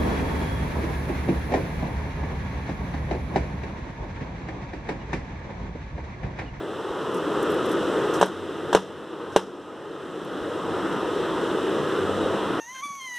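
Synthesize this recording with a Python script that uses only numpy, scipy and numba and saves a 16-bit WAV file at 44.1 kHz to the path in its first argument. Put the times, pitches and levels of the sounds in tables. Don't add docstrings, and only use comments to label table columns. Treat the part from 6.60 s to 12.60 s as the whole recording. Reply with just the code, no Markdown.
import sys
import numpy as np
from scipy import signal
from scipy.fft import rfft, irfft
from scipy.io import wavfile
from scipy.ndimage import uniform_filter1d
from numba import njit

SR = 44100
rng = np.random.default_rng(int(sys.argv[2]) if len(sys.argv) > 2 else 0)


def waveform_to_disk(signal):
    frames = np.transpose(np.atleast_2d(signal))
    scaled = np.clip(frames, -1, 1) * 32767
    samples = np.round(scaled).astype(np.int16)
    wavfile.write(sys.argv[1], SR, samples)


N = 264600
HZ = np.arange(N // 2 + 1) * SR / N
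TIME = np.arange(N) / SR


def undb(db):
    return 10 ** (np.asarray(db) / 20)


def level(x, db):
    return x * undb(db) / np.sqrt(np.mean(x ** 2))


def colour(table):
    hz, db = np.transpose(table)
    return undb(np.interp(np.log(HZ + 1), np.log(hz), db))


def band(hz, octaves, size=N):
    f = np.arange(size // 2 + 1) * SR / size
    bell = np.exp(-(np.log2((f + 1) / hz) / octaves) ** 2)
    noise = rfft(rng.standard_normal(size))
    return level(irfft(noise * bell, size), 0)


def walk(rate):
    k = int(SR / rate)
    steps = np.repeat(rng.standard_normal(N // k + 1), k)
    smooth = uniform_filter1d(uniform_filter1d(steps, k), k)
    return 1.14 * smooth[:N]


def add(out, s, sound):
    i = int(s * SR)
    out[i:i + len(sound)] += sound[:N - i]


def fade(t, t60):
    return np.exp(-np.log(1000) * t / t60)


# (time [s], strength [dB], contact [ms], brightness [dB], push on the pane [dB])
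BEAK_BLOWS = [(1.6126, -4.5, 1.07, 6, -1), (1.6282, -2.5, 0.88, 1, 5), (2.1293, -3.5, 0.92, 6, 1),
              (2.1488, 7, 1.4, 1.5, 4), (2.1734, -9, 0.97, 1, 0.5), (2.7618, 10, 1.38, 3.5, 4)]
# (frequency [Hz], relative level [dB], time to fall 60 dB [s])
WINDOW_MODES = [(189.4, -10.5, 0.35), (368, -6.5, 0.057), (432, -1.5, 0.073), (560, -6, 0.046),
                (703, -2.5, 0.013), (797, -15, 0.044), (922, -10.5, 0.03), (1100, -15.5, 0.034),
                (1310, -9, 0.01), (1620, -12, 0.023), (2810, -34, 0.11), (3480, -32, 0.032),
                (5720, -32, 0.038), (7500, -25, 0.022)]
# (frequency [Hz], relative level [dB])
TIP_CRACK = [(3300, -28.5), (5700, -31), (7800, -34.5), (11000, -45)]
# (frequency [Hz], relative level [dB], time to fall 60 dB [s])
PANE_RATTLE = [(418, -23.5, 0.27), (950, -27, 0.21), (1790, -27, .15), (2840, -31.5, 0.24),
               (5430, -39.5, 0.38), (8100, -43, 0.29), (11500, -59, .14)]


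def beak(ring_db=-3.0, spread_db=1.4, rise_ms=3.1, crack_t60=0.053, pane_hz=170, chatter_db=2.5):
    out, t = np.zeros(N), TIME[:SR // 2]
    for s, strength_db, contact_ms, bright_db, push_db in BEAK_BLOWS:
        push = np.sin(np.pi * np.clip(t * 1000 / contact_ms, 0, 1)) ** 2

        spot_db = spread_db * rng.standard_normal(len(WINDOW_MODES))
        ring = np.zeros(len(t))
        for (hz, db, t60), shift_db in zip(WINDOW_MODES, spot_db):
            tilt_db = bright_db * np.clip(np.log2(hz / 650) * 2, -1, 1)
            ring += undb(db + shift_db + tilt_db) * np.sin(2 * np.pi * hz * t) * fade(t, t60)
        ring *= undb(ring_db) * (1 - np.exp(-t * 1000 / contact_ms))

        crack = sum(undb(db + bright_db) * band(hz, 0.46, size=len(t)) for hz, db in TIP_CRACK)
        crack = crack * fade(t, crack_t60)

        rattle = sum(undb(db) * band(hz, 0.57, size=len(t)) * fade(t, t60) for hz, db, t60 in PANE_RATTLE)
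        chatter = undb(chatter_db * walk(224)[:len(t)])
        rattle = rattle * chatter * (1 - np.exp(-t * 1000 / rise_ms))

        add(out, s, undb(strength_db) * (crack + rattle - ring - undb(push_db) * push))
    return signal.sosfilt(signal.butter(2, pane_hz, "high", fs=SR, output="sos"), out)


# (time [s], level [dB], length [ms])
CLAW_SCRAPES = [(.541, -43, 16), (.565, -45, 16), (.8265, -39.5, 8), (.901, -42, 6), (.9164, -39, 6),
                (.942, -38, 3), (1.055, -43.5, 12), (1.092, -45, 10), (1.1134, -41, 8.8), (1.1274, -41, 6),
                (1.537, -39.5, 34), (1.5988, -41, 5), (1.656, -40, 14), (2.718, -46, 45), (3.648, -42, 4.5)]
FLICK_HZ, FLICK_MS, DRAG_OCTAVES = 10200, 6.5, -0.33


def claws(octaves=0.86, grain_db=1.8):
    out, t = np.zeros(N), TIME[:SR // 8]
    for s, db, ms in CLAW_SCRAPES:
        hz = FLICK_HZ * max(ms / FLICK_MS, 1) ** DRAG_OCTAVES
        hiss = band(hz, octaves, size=len(t))
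        jumps = np.repeat(rng.standard_normal(len(t) // 40 + 1), 40)[:len(t)]
        shape = (1 - np.exp(-t / 0.00085)) * np.exp(-(t * 1000 / ms) ** 2)
        add(out, s, undb(db) * hiss * undb(grain_db * jumps) * shape)
    return out


# (time [s], level [dB])
HAND_BUMPS = [(0.291, -21), (0.849, -36), (1.179, -26), (3.8, -21), (4.43, -28), (4.599, -30), (5.63, -24)]
BUMP_HZ, BUMP_CYCLES = 68, 2.5


def hand():
    out, t = np.zeros(N), TIME[:SR // 5]
    shape = np.sin(np.pi * np.clip(t * BUMP_HZ / BUMP_CYCLES, 0, 1)) ** 2
    bump = np.sin(2 * np.pi * BUMP_HZ * t) * shape
    for s, db in HAND_BUMPS:
        add(out, s, undb(db) * bump)
    return out


# (frequency [Hz], relative level [dB])
AIR_COLOUR = [(40, -61.5), (90, -57.5), (170, -52), (250, -54.5), (310, -47), (450, -50), (700, -65),
              (1000, -65.5), (1270, -65), (1700, -69.5), (3000, -74), (5500, -88), (8000, -89),
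              (11000, -97.5), (14000, -103.0)]
# (frequency [Hz], share [dB])
AIR_APART = [(30, -30), (60, -23), (300, -23), (2000, -38), (3000, -35), (5000, -8), (9000, -12),
             (13000, -17)]
# (frequency [Hz], level [dB])
LOW_HUMS = [(95, -36.5), (148, -40.5), (200, -38)]
# (time [s], level [dB])
AIR_GUST = [(0, -0.5), (.9, 1.6), (1.5, -0.5), (4.3, 0), (6, -2)]
AIR_DB = -22.5


def air(swell_db=-0.57, flicker_db=1.5, whine_hz=1255, whine_db=-45.5):
    swell = swell_db * walk(1.5)
    mid = np.zeros(N)
    for hz in 30 * 2 ** np.arange(0, 9.5, .5):
        flicker = flicker_db * min(1, 1500 / hz) ** .5 * walk(8.3)
        mid += np.sqrt(hz) * band(hz, 0.4) * undb(swell + flicker)

    side = rfft(np.std(mid) * rng.standard_normal(N)) * colour(AIR_APART)
    both = irfft((rfft(mid) + np.array([side, -side])) * colour(AIR_COLOUR), N)

    hums = sum(level(band(hz, 0.059) * undb(3.5 * walk(2.92)), db) for hz, db in LOW_HUMS)
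    whine = level(band(whine_hz, 0.041), whine_db)
    gust = undb(np.interp(TIME, *np.transpose(AIR_GUST)))
    return (level(both, AIR_DB) + hums + whine) * gust


CHIRP_S, CHIRP_HZ, CHIRP_MS, CHIRP_DB = 5.639, 3790, 45, -43


def far_bird():
    shape = np.exp(-((TIME - CHIRP_S) * 2000 / CHIRP_MS) ** 2)
    return undb(CHIRP_DB) * shape * np.sin(2 * np.pi * CHIRP_HZ * TIME)


def scene():
    return beak() + claws() + hand() + air() + far_bird()


@njit
def ride(x, start_db, top_db, slope, release_db, duck_s, swell_s):
    gain, held, g = np.empty(len(x)), top_db - start_db / slope, start_db
    for i in range(len(x)):
        held = max(held - release_db / SR, 20 * np.log10(x[i] + 1e-9))
        goal = min(0., slope * (top_db - held))
        g += (goal - g) / (SR * (duck_s if goal < g else swell_s))
        gain[i] = 10 ** (g / 20)
    return gain


# (first notch [Hz], share of the copy [0-1], copy fades above [Hz], bass cut [Hz], bass lift [dB])
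MIC_COMB = [(2374, .76, 6600, 90, 1.57), (2200, .78, 10000, 28, 0)]
# (frequency [Hz], level [dB])
STEREO_WIDTH = [(60, 8.5), (650, -0.5), (900, -51), (3300, -16), (4000, -1.5), (10000, 3.5), (14000, -4)]
SHELF_HZ = 2000
DIP_HZ, DIP_WIDTH_HZ, DIP_SHARE = 13200, 490, .6
TOP_HZ, CEILING = 14200, 0.97


def record(dry):
    heard = []
    for x, (notch_hz, share, fade_hz, bass_hz, lift_db) in zip(dry, MIC_COMB):
        late = np.exp(-2j * np.pi * HZ / notch_hz)
        comb = 1 - share / (1 + (HZ / fade_hz) ** 2) * late
        lift = undb(lift_db / (1 + (HZ / SHELF_HZ) ** 2))
        bass_cut = 1j * HZ / (1j * HZ + bass_hz)
        heard.append(rfft(x) * comb * lift * bass_cut)
    left, right = heard

    mid = (left + right) / 2
    side = (left - right) / 2 * colour(STEREO_WIDTH)
    dip = 1 - DIP_SHARE * np.exp(-((HZ - DIP_HZ) / DIP_WIDTH_HZ) ** 2)
    sound = irfft([(mid + side) * dip, (mid - side) * dip], N)

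    loudest = np.abs(sound).max(axis=0)
    gain = ride(loudest, start_db=-8., top_db=-11.5, slope=0.65, release_db=24.0, duck_s=0.039, swell_s=0.53)
    clipped = np.clip(sound * gain, -CEILING, CEILING)
    return signal.sosfilt(signal.ellip(12, .3, 70, TOP_HZ, fs=SR, output="sos"), clipped)


dry = scene()
out = record(dry)
waveform_to_disk(out)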